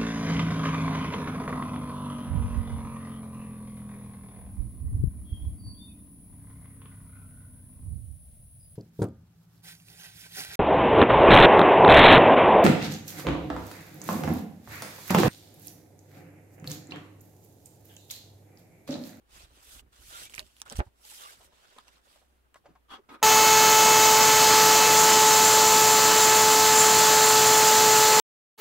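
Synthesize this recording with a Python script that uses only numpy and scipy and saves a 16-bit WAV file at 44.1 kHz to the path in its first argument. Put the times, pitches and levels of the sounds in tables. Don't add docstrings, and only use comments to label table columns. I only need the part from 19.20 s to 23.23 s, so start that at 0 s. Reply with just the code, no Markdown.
import sys
import numpy as np
from scipy import signal
from scipy.fft import rfft, irfft, next_fast_len
from scipy.io import wavfile
from scipy.ndimage import uniform_filter1d

SR = 44100
rng = np.random.default_rng(int(sys.argv[2]) if len(sys.argv) > 2 else 0)


def master_out(mix):
    frames = np.transpose(np.atleast_2d(mix))
    ceiling = np.clip(frames, -1, 1)
    pcm = np.round(ceiling * 32767).astype(np.int16)
    wavfile.write(sys.argv[1], SR, pcm)


def elevation(decibels):
    levels = np.asarray(decibels, float)
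    return 10 ** (levels / 20)


N = 177626


def evened(x):
    return x / np.sqrt(np.mean(x ** 2) + 1e-20)


def smooth_noise(size):
    return evened(uniform_filter1d(uniform_filter1d(rng.standard_normal(N), size), size))


def read(points, hz):
    f, value = np.transpose(points)
    return np.interp(np.log(hz + 1), np.log(f + 1), value)


def along(rows):
    s, *columns = np.transpose(rows)
    return [np.interp(np.arange(N) / SR, s, c) for c in columns]


def coloured(x, points):
    size = next_fast_len(N)
    gain = elevation(read(points, np.fft.rfftfreq(size, 1 / SR)))
    return evened(irfft(rfft(x, size) * gain, size)[..., :N])


def resonate(x, hz, width):
    r = np.exp(-np.pi * width / SR)
    return 2 * signal.lfilter([1 - r], [1, -r * np.exp(2j * np.pi * hz / SR)], x).real


def glide(x, hz, width):
    turn = np.exp(2j * np.pi * np.cumsum(hz) / SR)
    r = np.exp(-np.pi * width / SR)
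    return 2 * (turn * signal.lfilter([1 - r], [1, -r], x / turn)).real


# pitch_hz, share
SHARED_PART = [(60, 0.7), (300, 1), (800, 0.46), (2000, 0.46), (5000, 0.024), (15000, 0.054)]
LATE_LEFT = 18


def paired(make, lag=LATE_LEFT):
    size = next_fast_len(N)
    same = np.clip(read(SHARED_PART, np.fft.rfftfreq(size, 1 / SR)), 0, 1)
    shared = make()
    common = rfft([np.roll(shared, lag), shared], size)
    alone = rfft([make(), make()], size)
    both = common * np.sqrt(same) + alone * np.sqrt(1 - same)
    return irfft(both, size)[:, :N]


def add(mix, s, sound, pan_db, lag=LATE_LEFT):
    at = round(s * SR)
    for channel, start, db in ((0, at + lag // 2, pan_db / 2), (1, at - lag // 2, -pan_db / 2)):
        part = mix[channel, start:][:len(sound)]
        part += elevation(db) * sound[:len(part)]


def slips(per_s, spread_db):
    size = elevation(spread_db * np.minimum(rng.exponential(1, N), 5)) * rng.standard_normal(N)
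    return evened(size * (rng.random(N) < per_s / SR))


def flicker(size, depth_db):
    return elevation(depth_db * smooth_noise(size))


RISE_POWER, STOP_POWER, DIE_POWER = 1.84, 2.97, 1


def movement(full, rise, stop, stop_power=STOP_POWER):
    t = np.arange(0, N + 64, 64) / SR - full
    progress = np.where(t < 0, t / rise, t / stop)
    bend = np.where(t < 0, RISE_POWER, stop_power)
    return np.clip(progress, -1, 1), elevation(-40 * abs(progress) ** bend)


def filled(power):
    return np.interp(np.arange(N) / 64, np.arange(len(power)), np.sqrt(power))


# pitch_hz, level_db per Hz
AIR = [(60, -1.5), (125, -11), (250, -5), (600, -10.5), (1300, -19.5), (2800, -17.5), (4500, -24.5),
       (6000, -27.5), (11000, -25), (15600, -26.5)]
AIR_DB = -72.5
# time_s, first_level_db, second_above_first_db
HUM = [(1.7, -56, -20), (2.5, -63.5, 1), (3.4, -60, 3), (4.03, -68, 5)]
HUM_HZ, BEAT_HZ, DIP_S = 57.9, 2.16, 3.4


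def air():
    hum = np.sqrt(2) * np.exp(2j * np.pi * np.cumsum(HUM_HZ + 2.54 * smooth_noise(4000)) / SR)
    first_db, second_db = along(HUM)
    beat = 1 - elevation(second_db) * np.exp(2j * np.pi * BEAT_HZ * (np.arange(N) / SR - DIP_S))
    hiss = coloured(rng.standard_normal((2, N)), AIR)
    return elevation(AIR_DB) * hiss + elevation(first_db - 15.0) * (hum * beat).imag


# full_s, rise_s, stop_s, level_db
SHIFTS = [(.15, 0.078, 0.15, -56.5), (.33, 0.15, 0.081, -61.5), (.58, 0.13, 0.18, -59),
          (.81, 0.048, 0.15, -59), (1.05, 0.24, 0.12, -53.5), (1.19, 0.034, 0.1, -51.5),
          (1.34, 0.12, 0.043, -68), (1.42, 0.056, 0.16, -67), (2.2, 0.13, 0.17, -63),
          (2.6, 0.094, 0.24, -72), (3.36, 0.018, 0.053, -72), (3.48, 0.036, 0.058, -73)]
# pitch_hz, level_db per Hz
RUMBLE_COLOUR = [(12, -58.5), (20, -4.5), (54, 2.5), (112, -3.5), (136, -7.5), (170, -7), (200, -12.5),
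                 (300, -10), (390, -7), (660, -120)]


def rumble():
    power = elevation(2 * -72)
    for full, rise, stop, db in SHIFTS:
        power = power + elevation(2 * db) * movement(full, rise, stop)[1]
    jolts = paired(lambda: slips(360.0, spread_db=1.5))
    return elevation(-8.0) * filled(power) * coloured(jolts, RUMBLE_COLOUR) * elevation([[-1.2], [1.2]])


# full_s, rise_s, stop_s,
# sheet_level_db, fizz_above_sheet_db
PULLS = [(.15, 0.065, 0.14, -58, -3), (.225, 0.056, 0.038, -61, -3), (.39, 0.15, 0.16, -65.5, -3),
         (.53, 0.14, 0.077, -57.5, 3.5), (.595, 0.064, 0.021, -59, 1.5), (.73, 0.0099, 0.18, -65.5, -3),
         (.88, 0.12, 0.11, -70, 11), (1.03, 0.23, 0.062, -50, 1), (1.66, 0.055, 0.046, -76.5, 0),
         (1.908, .11, 0.29, -57, 5), (2.06, 0.27, 0.14, -57, -3.5), (2.14, 0.054, 0.039, -67.5, -1),
         (2.245, 0.11, 0.042, -65, 1.5), (2.3, 0.64, 0.039, -96.5, -33.5), (1.853, 0.013, 0.017, -62.5, 2),
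         (2.45, 0.25, 0.28, -67, -6), (2.605, 0.13, 0.018, -66, -7.5), (2.68, 0.013, 0.027, -62.5, -8),
         (2.74, 0.19, 0.075, -67, -8), (2.92, 0.13, 0.12, -67, -2), (2.98, 0.086, 0.11, -76, -0.5),
         (3.08, .1, .2, -85, 2), (3.725, .04, 0.053, -82, 16), (3.93, 0.05, .045, -83, 16.5),
         (3.365, 0.016, .04, -75.5, 0)]
# full_s, rise_s, stop_s, sheet_level_db, fizz_above_sheet_db
CRUMPLES = [(1.1, 0.0081, 0.17, -60.5, 0.5), (1.155, 0.019, 0.026, -59.5, -6), (1.16, 0.014, 0.039, -64, 9),
            (1.198, 0.036, 0.038, -53.5, 1), (1.27, 0.078, 0.2, -68, 0), (1.41, 0.1, 0.0055, -67, 2.5),
            (1.467, 0.014, 0.1, -57, -7.5), (1.51, 0.011, 0.092, -52, -7.5), (1.528, 0.009, 0.017, -57, 2),
            (1.56, 0.006, 0.044, -51, -9), (1.571, 0.014, 0.012, -50, 3), (1.595, 0.031, 0.0089, -51.5, 1)]
# pitch_hz, level_db per Hz
FIZZ = [(2650, -47), (4500, -9), (4920, -4.5), (5400, -2), (7450, -0.5), (8060, 2), (11400, 2), (15600, -6)]
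SHEET = [(880, -18.5), (1500, -9), (1660, -13), (1780, -7.5), (2380, -4), (2590, -0.5), (3540, 1.5),
         (6500, -12), (8450, -12), (14300, -120)]
POCKET = [(120, -53), (200, -17), (242, -17), (365, -7), (524, -2), (1400, -0.5), (1660, -2.5),
          (2200, -15.5), (2860, -57), (4840, -120)]
DULLING_DB = 1.5
POCKET_DB, POCKET_PER_FIZZ, SQUEEZE_DB, REST_DB = -8, -0.96, -0.5, -79
SLIDE_PAN_DB = -2.5


def slide():
    fizz, sheet, pocket = 0, 0, elevation(2 * REST_DB)
    for rows, squeeze_db, stop_power in ((PULLS, 0, STOP_POWER), (CRUMPLES, SQUEEZE_DB, DIE_POWER)):
        for full, rise, stop, db, fizz_db in rows:
            progress, power = movement(full, rise, stop, stop_power)
            pocket_db = db + POCKET_DB + POCKET_PER_FIZZ * fizz_db + squeeze_db
            fizz = fizz + power * elevation(2 * (db + fizz_db - DULLING_DB * progress))
            sheet = sheet + power * elevation(2 * db)
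            pocket = pocket + power * elevation(2 * pocket_db)
    drive = paired(lambda: slips(14000., 1.3)) * flicker(size=100, depth_db=.8)
    out = filled(fizz) * coloured(drive, FIZZ) * flicker(size=400, depth_db=-1.0)
    out += filled(sheet) * coloured(drive, SHEET) * flicker(size=400, depth_db=0.77)
    out += filled(pocket) * coloured(drive, POCKET) * flicker(size=600, depth_db=2.2)
    return out * elevation([[SLIDE_PAN_DB / 2], [-SLIDE_PAN_DB / 2]])


def patchy(x, depth_db):
    z = signal.stft(x, nperseg=256)[2]
    field = rng.standard_normal(z.shape[1:])
    field = evened(uniform_filter1d(uniform_filter1d(field, size=3, axis=0), size=9, axis=1))
    gain = elevation(depth_db * field - 0.065 * depth_db ** 2)
    return signal.istft(z * gain, nperseg=256)[1][:, :N]


# start_s, peak_db, pitch_hz, cycles, sign
PUSHES = [(0.13, -63, 55, 1.4, 1), (.19, -60, 69.6, 1.6, 1), (0.236, -50.5, 61, 1.2, 1),
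          (.263, -63, 45, 1.6, 1), (.402, -63, 62, 0.99, 1), (0.311, -58.5, 90, 1.2, 1),
          (0.476, -59, 60, 1, 1), (.522, -60, 50, 1.1, 1), (0.548, -54, 56.3, 2.5, -1),
          (0.605, -58, 57.7, 1.46, 1), (0.624, -57, 61.3, 1.8, 1), (.664, -59, 80, 1.63, -1),
          (.79, -56, 62, 1.85, 1), (0.841, -56.5, 51, 1.48, 1), (0.894, -58, 59.7, 1.24, 1),
          (1.16, -57, 55, 1.2, 1), (1.213, -58.5, 60.4, 1.7, 1), (1.547, -42.5, 60, 1.9, -1),
          (1.578, -39, 40.6, 1.38, 1), (1.5867, -20.7, 64.5, 1.566, -1), (1.664, -47, 85, 1.7, -1)]
# start_s, peak_db, contact_ms, sign
CONTACTS = [(1.5897, -30, 1.6, -1), (1.5915, -30, 1.3, 1), (1.5935, -26.5, 0.44, 1), (1.602, -27.5, 1.3, 1),
            (1.6037, -15.5, 0.37, 1), (1.6039, -24, 0.56, -1), (1.6036, -33, 1.1, -1),
            (1.6087, -42, 0.4, -1), (1.609, -25.5, 0.96, -1), (1.6116, -31.5, 0.83, 1),
            (1.613, -41, 0.4, 1), (1.616, -39, 0.9, -1)]
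# pitch_hz, level_db, t60_s
SHELF = [(368, -8, 0.11), (576, -22, 0.19), (620, -11, 0.079), (736, -7, 0.035), (858, 3, 0.059),
         (1270, -23, 0.041), (1430, -7, 0.073), (1954, -39, 0.088)]


def knock():
    out, blows, t = np.zeros((2, N)), np.zeros(N), np.arange(8000) / SR
    for s, db, hz, cycles, sign in PUSHES:
        turn = np.arange(0, cycles, hz / SR)
        push = np.sin(2 * np.pi * turn) * signal.windows.tukey(len(turn), .3)
        add(out, s, np.sign(sign) * elevation(db) * push, -3.4, lag=18)
    for s, db, ms, sign in CONTACTS:
        u = (np.arange(N) / SR - s) * 1000 / ms
        blows += np.sign(sign) * elevation(db) * np.exp(-8 * (u - .5) ** 2)
    board = sum(elevation(db - 60 * t / t60) * np.sin(2 * np.pi * hz * t) for hz, db, t60 in SHELF)
    heard = blows + elevation(-39) * signal.oaconvolve(blows, board)[:N]
    crunch = evened(resonate(resonate(rng.standard_normal(len(t)), 1000.0, 1400.0), 690.0, 2000.0))
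    squeeze = (t / 0.014) ** 2 * np.exp(2 - 2 * t / 0.0086)
    add(out, 1.59, elevation(-31.0) * crunch * squeeze, -2.5)
    return out + np.array([np.roll(heard, LATE_LEFT - 6), heard]) * elevation([[-1.6], [1.6]])


# start_s, peak_db, pitch_hz, length_s
TAPS = [(0.368, -54.5, 363, 0.045), (0.557, -54, 300, 0.027), (0.66, -61, 337, 0.024),
        (1.099, -55, 334, 0.035), (0.153, -65, 140, 0.053), (0.303, -63, 450, .03),
        (0.621, -58, 170, 0.046), (0.666, -63, 150, 0.039), (1.416, -53, 330, 0.016),
        (1.468, -59, 150, 0.042), (0.478, -63, 395, 0.019), (.62, -60, 400, 0.029),
        (1.176, -44, 1520, 0.016), (1.1927, -32, 1460, 0.0062), (1.417, -35, 1330, 0.0038),
        (1.514, -44, 800, 0.012), (2.321, -58.5, 640, 0.021), (2.332, -55, 685, 0.0079),
        (3.836, -66.5, 1290, 0.024), (1.457, -51, 805, 0.028), (1.515, -39.5, 174, 0.032),
        (1.517, -42.5, 500, 0.037), (1.527, -48, 620, 0.0078), (1.595, -42, 900, 0.044),
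        (1.664, -56, 710, 0.029), (2.198, -53.5, 656, 0.063), (2.45, -53.5, 1140, 0.014),
        (2.563, -45, 386, 0.014), (2.581, -44, 1160, 0.022), (2.67, -57, 960, 0.011),
        (2.774, -64, 1130, 0.026), (2.868, -59, 544, 0.024), (2.957, -54.5, 585, 0.021),
        (3.014, -56.5, 583, 0.03), (3.342, -48.5, 1440, 0.02), (3.356, -44.5, 1030, 0.02),
        (3.44, -55, 576, 0.11), (3.455, -46.5, 800, 0.031), (3.481, -50, 202, 0.076),
        (3.495, -61, 406, 0.1), (3.551, -52.5, 800, 0.033), (3.777, -47.5, 377, 0.04),
        (3.887, -54, 230, 0.02), (3.889, -53.5, 3570, 0.037), (4.014, -38, 640, 0.12)]


def taps():
    out, t = np.zeros((2, N)), np.arange(6000) / SR
    for (s, db, hz, length), noise in zip(TAPS, rng.standard_normal((len(TAPS), 6000))):
        page = evened(resonate(resonate(noise, hz, 0.38 * hz), hz, 6.8 * hz))
        page += 0.21 * evened(resonate(resonate(noise, 760.0, 1300.0), 1400.0, 3297.0))
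        page += 0.033 * evened(resonate(noise, 2200.0, 1200.0))
        hiss = evened(resonate(resonate(noise, 4800., 3500.), 4800., 3500.))
        page += elevation(-20) * min(hz / 900, 1) * hiss
        shape = (1 - np.exp(-t / (0.064 * length))) ** 2 * elevation(-30 * t / max(length, .004))
        add(out, s, elevation(db - 2) * page * shape, pan_db=0.5, lag=2)
    return out


# time_s, left_over_right_db
SLEEVE_PAN = [(1.1, -5.5), (1.18, -7), (1.2, -4.5), (1.6, -6.5), (3.4, 2)]


def sleeve_pan(s):
    return np.interp(s, *np.transpose(SLEEVE_PAN))


# start_s, peak_db, pitch_hz
TICKS = [(0.5943, -38, 2860), (.8271, -45, 8100), (1.1385, -35, 9000), (1.16, -32, 11000),
         (1.161, -34, 8600), (1.1664, -42, 8500), (1.1692, -42, 12000), (1.179, -37, 8000),
         (1.1805, -68, 12500), (1.1858, -34, 1850), (1.194, -24.5, 10300), (1.202, -31, 12100),
         (1.227, -44, 2880), (1.3995, -51, 2950), (1.406, -49, 2500), (1.4176, -24.5, 5970),
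         (1.4178, -24, 8800), (1.4225, -50, 8500), (1.4558, -44, 8800), (1.4622, -43, 9200),
         (1.469, -53.5, 8500), (1.4863, -46, 2900), (1.492, -46, 7000), (1.495, -38, 8000),
         (1.501, -40, 8900), (1.4994, -36, 3140), (1.5065, -33, 5500), (1.513, -39, 10000),
         (1.5225, -38, 8440), (1.525, -26.5, 8200), (1.5268, -47, 9000), (1.532, -50, 8500),
         (1.5545, -54, 3500), (1.559, -39, 8000), (1.569, -37, 5700), (1.5715, -38, 8500),
         (1.5725, -43, 13000), (1.584, -28, 8800), (1.582, -46, 3400), (1.59, -40, 9000),
         (1.594, -51, 9200), (1.852, -37, 4800), (1.998, -44, 3600), (2.074, -41, 2600), (2.333, -64, 1600),
         (2.768, -55, 1090), (3.3437, -40.5, 8450)]
TICK_CYCLES = 3.46


def ticks():
    out, t = np.zeros((2, N)), np.arange(300) / SR
    for (s, db, hz), noise in zip(TICKS, rng.standard_normal((len(TICKS), 300))):
        ring = np.sin(2 * np.pi * hz * t) * np.exp(-t * hz / TICK_CYCLES) * (1 - np.exp(-t * hz))
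        click = 0.15 * noise * np.exp(-t / 0.00066)
        add(out, s - .0002, elevation(db) * (ring + click), sleeve_pan(s), lag=12)
    return out


# start_s, peak_db, pitch_hz, ring_ms
PLUCKS = [(1.138, -39, 2700, 1.), (1.1422, -29, 2260, 1), (1.161, -39, 2600, 1.1), (1.18, -24, 2400, 1.1),
          (1.204, -34, 2660, 1.2), (1.5143, -37, 750, 1.), (1.5902, -36, 3200, 1.3),
          (1.5955, -40, 2100, 1.8), (1.6125, -37, 1300, 1.5), (1.6172, -29, 750, 1.),
          (1.6235, -34, 800, 1.5), (1.6275, -38, 550, 2.), (1.5985, -35, 426, 4.4), (1.608, -37, 2300, 1.5),
          (.665, -62, 900, 2.), (3.4405, -57, 745, 3.), (2.564, -43, 510, 1.5), (2.5848, -40.5, 970, 2.7),
          (2.682, -48, 1010, 2.3), (2.682, -48, 2810, 2.2), (3.343, -47, 2850, 1.4),
          (3.3565, -42.5, 620, 3.2), (3.559, -48, 1090, 3.), (3.893, -48, 2170, 3.4)]


def plucks():
    out, t = np.zeros((2, N)), np.arange(1500) / SR
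    for s, db, hz, ms in PLUCKS:
        ring = np.sin(2 * np.pi * hz * t) * (1 - np.exp(-t * hz)) * np.exp(-1000 * t / ms)
        add(out, s, elevation(db) * ring, sleeve_pan(s), lag=12 if s < 2 else 4)
    return out


# full_s, rise_s, stop_s, level_db,
# pitch_hz
WHISTLES = [(0.951, 0.054, .1, -51.5, 1390), (1.0, 0.082, .08, -65, 2100), (1.07, 0.049, 0.043, -60, 2300),
            (3.84, 0.01, 0.015, -69, 1320), (1.21, 0.037, 0.04, -56.5, 619),
            (3.79, 0.027, 0.037, -56.5, 370), (1.468, 0.012, 0.014, -55, 1430),
            (1.85, .015, 0.019, -61.5, 870), (1.918, .015, .03, -59, 860), (2.001, 0.033, .04, -56.5, 3160),
            (2.045, 0.033, .04, -61.5, 2820), (2.067, 0.046, 0.025, -46, 1180),
            (2.095, 0.039, 0.028, -57, 1574), (2.09, 0.042, 0.041, -60.5, 2140),
            (2.27, 0.053, 0.069, -69, 553), (3.466, 0.01, 0.01, -75, 3100),
            (0.791, 0.035, 0.033, -69.5, 2950), (.965, 0.026, .03, -53, 3200),
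            (1.04, 0.035, 0.023, -59.5, 2800), (1.04, .02, .03, -54, 3150), (1.01, 0.041, .05, -57, 1390)]
WHISTLE_SHARPNESS, WHISTLE_GLIDE = 20., .03


def whistles():
    out = np.zeros((2, N))
    for (full, rise, stop, db, hz), noise in zip(WHISTLES, rng.standard_normal((len(WHISTLES), 12000))):
        t = np.arange(len(noise)) / SR - 1.56 * rise
        progress = np.where(t < 0, t / rise, t / stop)
        pitch = hz * (1 + WHISTLE_GLIDE * np.clip(progress, -1, 1))
        width = hz / WHISTLE_SHARPNESS
        tone = evened(glide(glide(noise, pitch, width), pitch, 5.2 * width))
        add(out, full - 1.6 * rise, elevation(db - 20 * progress ** 2) * tone, SLIDE_PAN_DB)
    return out


# start_s, peak_db, sheet_pitch_hz, tick_above_sheet_db
SNAPS = [(1.0976, -41, 3010, -2), (1.1238, -46, 2630, -1), (1.1387, -35, 2700, -6), (1.1428, -34, 2260, 1),
         (1.1509, -30, 5600, 1), (1.1603, -42, 2560, -8), (1.1807, -27, 2300, -10), (1.1836, -41, 1510, -2),
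         (1.1941, -20.5, 4150, -14), (1.1992, -39, 4100, -10), (1.2053, -40, 2110, -3),
         (1.266, -50, 3080, -1), (1.3674, -46, 2690, -1), (1.4021, -45, 3360, 2), (1.4177, -30, 3300, -3),
         (1.4222, -44, 5150, 0), (1.4621, -46, 1790, -7), (1.4799, -44, 1590, -4), (1.4996, -34, 5510, 2),
         (1.5223, -41, 3680, -2), (1.5249, -33, 4720, -3), (1.5316, -37, 1510, -4), (1.5566, -37, 2910, -3),
         (1.5656, -36, 5920, -3), (1.5706, -35, 5660, -4), (1.911, -41, 5530, 2), (2.0193, -42, 3170, -3),
         (2.5861, -37, 3210, -7), (2.6819, -44, 5430, -5), (3.344, -49, 1570, 0)]


def snaps():
    out, t = np.zeros((2, N)), np.arange(900) / SR
    pop = np.cos(2 * np.pi * 800 * t) * np.exp(-((t - .0004) / .0004) ** 2)
    for (s, db, hz, tick_db), noise in zip(SNAPS, rng.standard_normal((len(SNAPS), 2, 900))):
        ring = np.sin(2 * np.pi * hz * t) * (1 - np.exp(-t / .0001)) * np.exp(-t / .0003)
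        tick = resonate(resonate(noise[0] * np.exp(-t / .0003), 8000., 5000.), 8500., 7000.)
        rattle = resonate(noise[1], hz, 3500.) * np.exp(-t / .003)
        crack = ring / ring.max() + elevation(tick_db + 2.5) * tick / abs(tick).max() + elevation(-26) * pop
        gap = 16 + int(8 * abs(noise[1, 0]))
        crack[gap:] -= .2 * crack[:-gap]
        add(out, s - .0002, elevation(db - 1) * (crack + elevation(-19) * rattle), sleeve_pan(s), lag=gap - 6)
    return out


# time_s, level_db
STROKES = [
    [(3.68, -81), (3.697, -58.5), (3.71, -49), (3.725, -48.5), (3.738, -45.5), (3.763, -51), (3.772, -56),
     (3.798, -78), (3.82, -94)],
    [(3.885, -87), (3.891, -54.5), (3.915, -51.5), (3.955, -52), (3.965, -58), (3.972, -62), (3.982, -68),
     (4.005, -66)],
]
# pitch_hz, width_hz, level_db
CARD = [
    [(360, 140, -7.5), (800, 16, 4), (960, 21, -5), (1167, 35, 8), (1300, 64, -9), (2930, 200, -7.5),
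     (3300, 105, -2), (4370, 100, -17)],
    [(370, 88, 15), (900, 240, 0), (1275, 86, 10), (2100, 72, -9), (2400, 87, -1), (3330, 120, -2),
     (3790, 70, -2)],
]
# starting_share_of_pitch, settle_s
LOW_GLIDE = [(0.98, .03), (0.42, 0.027)]
STROKE_TOP_HZ = [7000., 4300.]
# pitch_hz, level_db per Hz
GRAIN = [(150, -11), (400, -11), (1200, 6), (2200, -6), (3400, -11), (5000, -40), (9000, -46), (15600, -64)]


def scrapes():
    out, t = np.zeros((2, N)), np.arange(N) / SR
    for rows, (low, *peaks), (share, settle), top_hz in zip(STROKES, CARD, LOW_GLIDE, STROKE_TOP_HZ):
        begin, end = rows[0][0], rows[-1][0]
        drive = paired(lambda: slips(6000., 0.37), lag=2) * flicker(size=150, depth_db=1.3)
        pitch = low[0] * (1 + (share - 1) * np.exp(-np.maximum(t - begin, 0) / settle))
        page = elevation(low[2]) * glide(drive, pitch, low[1])
        page = page + sum(elevation(db) * resonate(drive, hz, width) for hz, width, db in peaks)
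        inside = uniform_filter1d(1. * (t > begin) * (t < end), size=100)
        page = page / np.std(page[:, inside > 0]) + elevation(-5) * coloured(drive, GRAIN)
        page = signal.lfilter(*signal.butter(2, top_hz, fs=SR), page)
        out += elevation(along(rows)[0]) * page * inside
    return out


# pitch_hz, t60_s
ROOM = [(200, 0.053), (1000, 0.094), (4000, 0.048), (12000, 0.032)]


def room(x):
    echoes = np.zeros((2, SR // 2))
    at = np.arange(120, SR // 2 - 20, 20) + rng.integers(0, 20, (2, (SR // 2 - 121) // 20))
    np.put_along_axis(echoes, at, rng.choice([-1., 1.], at.shape), 1)
    hz, t, z = signal.stft(echoes, SR, nperseg=256)
    tail = signal.istft(z * elevation(-60 * t / read(ROOM, hz + 1)[:, None]), SR, nperseg=256)[1]
    return signal.fftconvolve(x, tail / np.linalg.norm(tail[0]), axes=1)[:, :N]


def scene():
    creases = snaps() + ticks() + plucks()
    hits = taps() + scrapes()
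    blow = knock()
    wet = elevation(-15) * creases + elevation(-9) * hits + elevation(-18) * blow
    struck = creases + hits + blow + room(wet)
    paper = patchy(slide(), depth_db=2.0) + whistles()
    return struck + paper + rumble() + air()


def top_cut(x):
    return signal.sosfilt(signal.butter(12, 16610, fs=SR, output="sos"), x)


def record(dry):
    limit = signal.firwin(511, 15800, window=("kaiser", 5), fs=SR)
    mix = signal.oaconvolve(dry, limit[None], "same")
    return top_cut(mix)


dry = scene()
out = record(dry)
master_out(out)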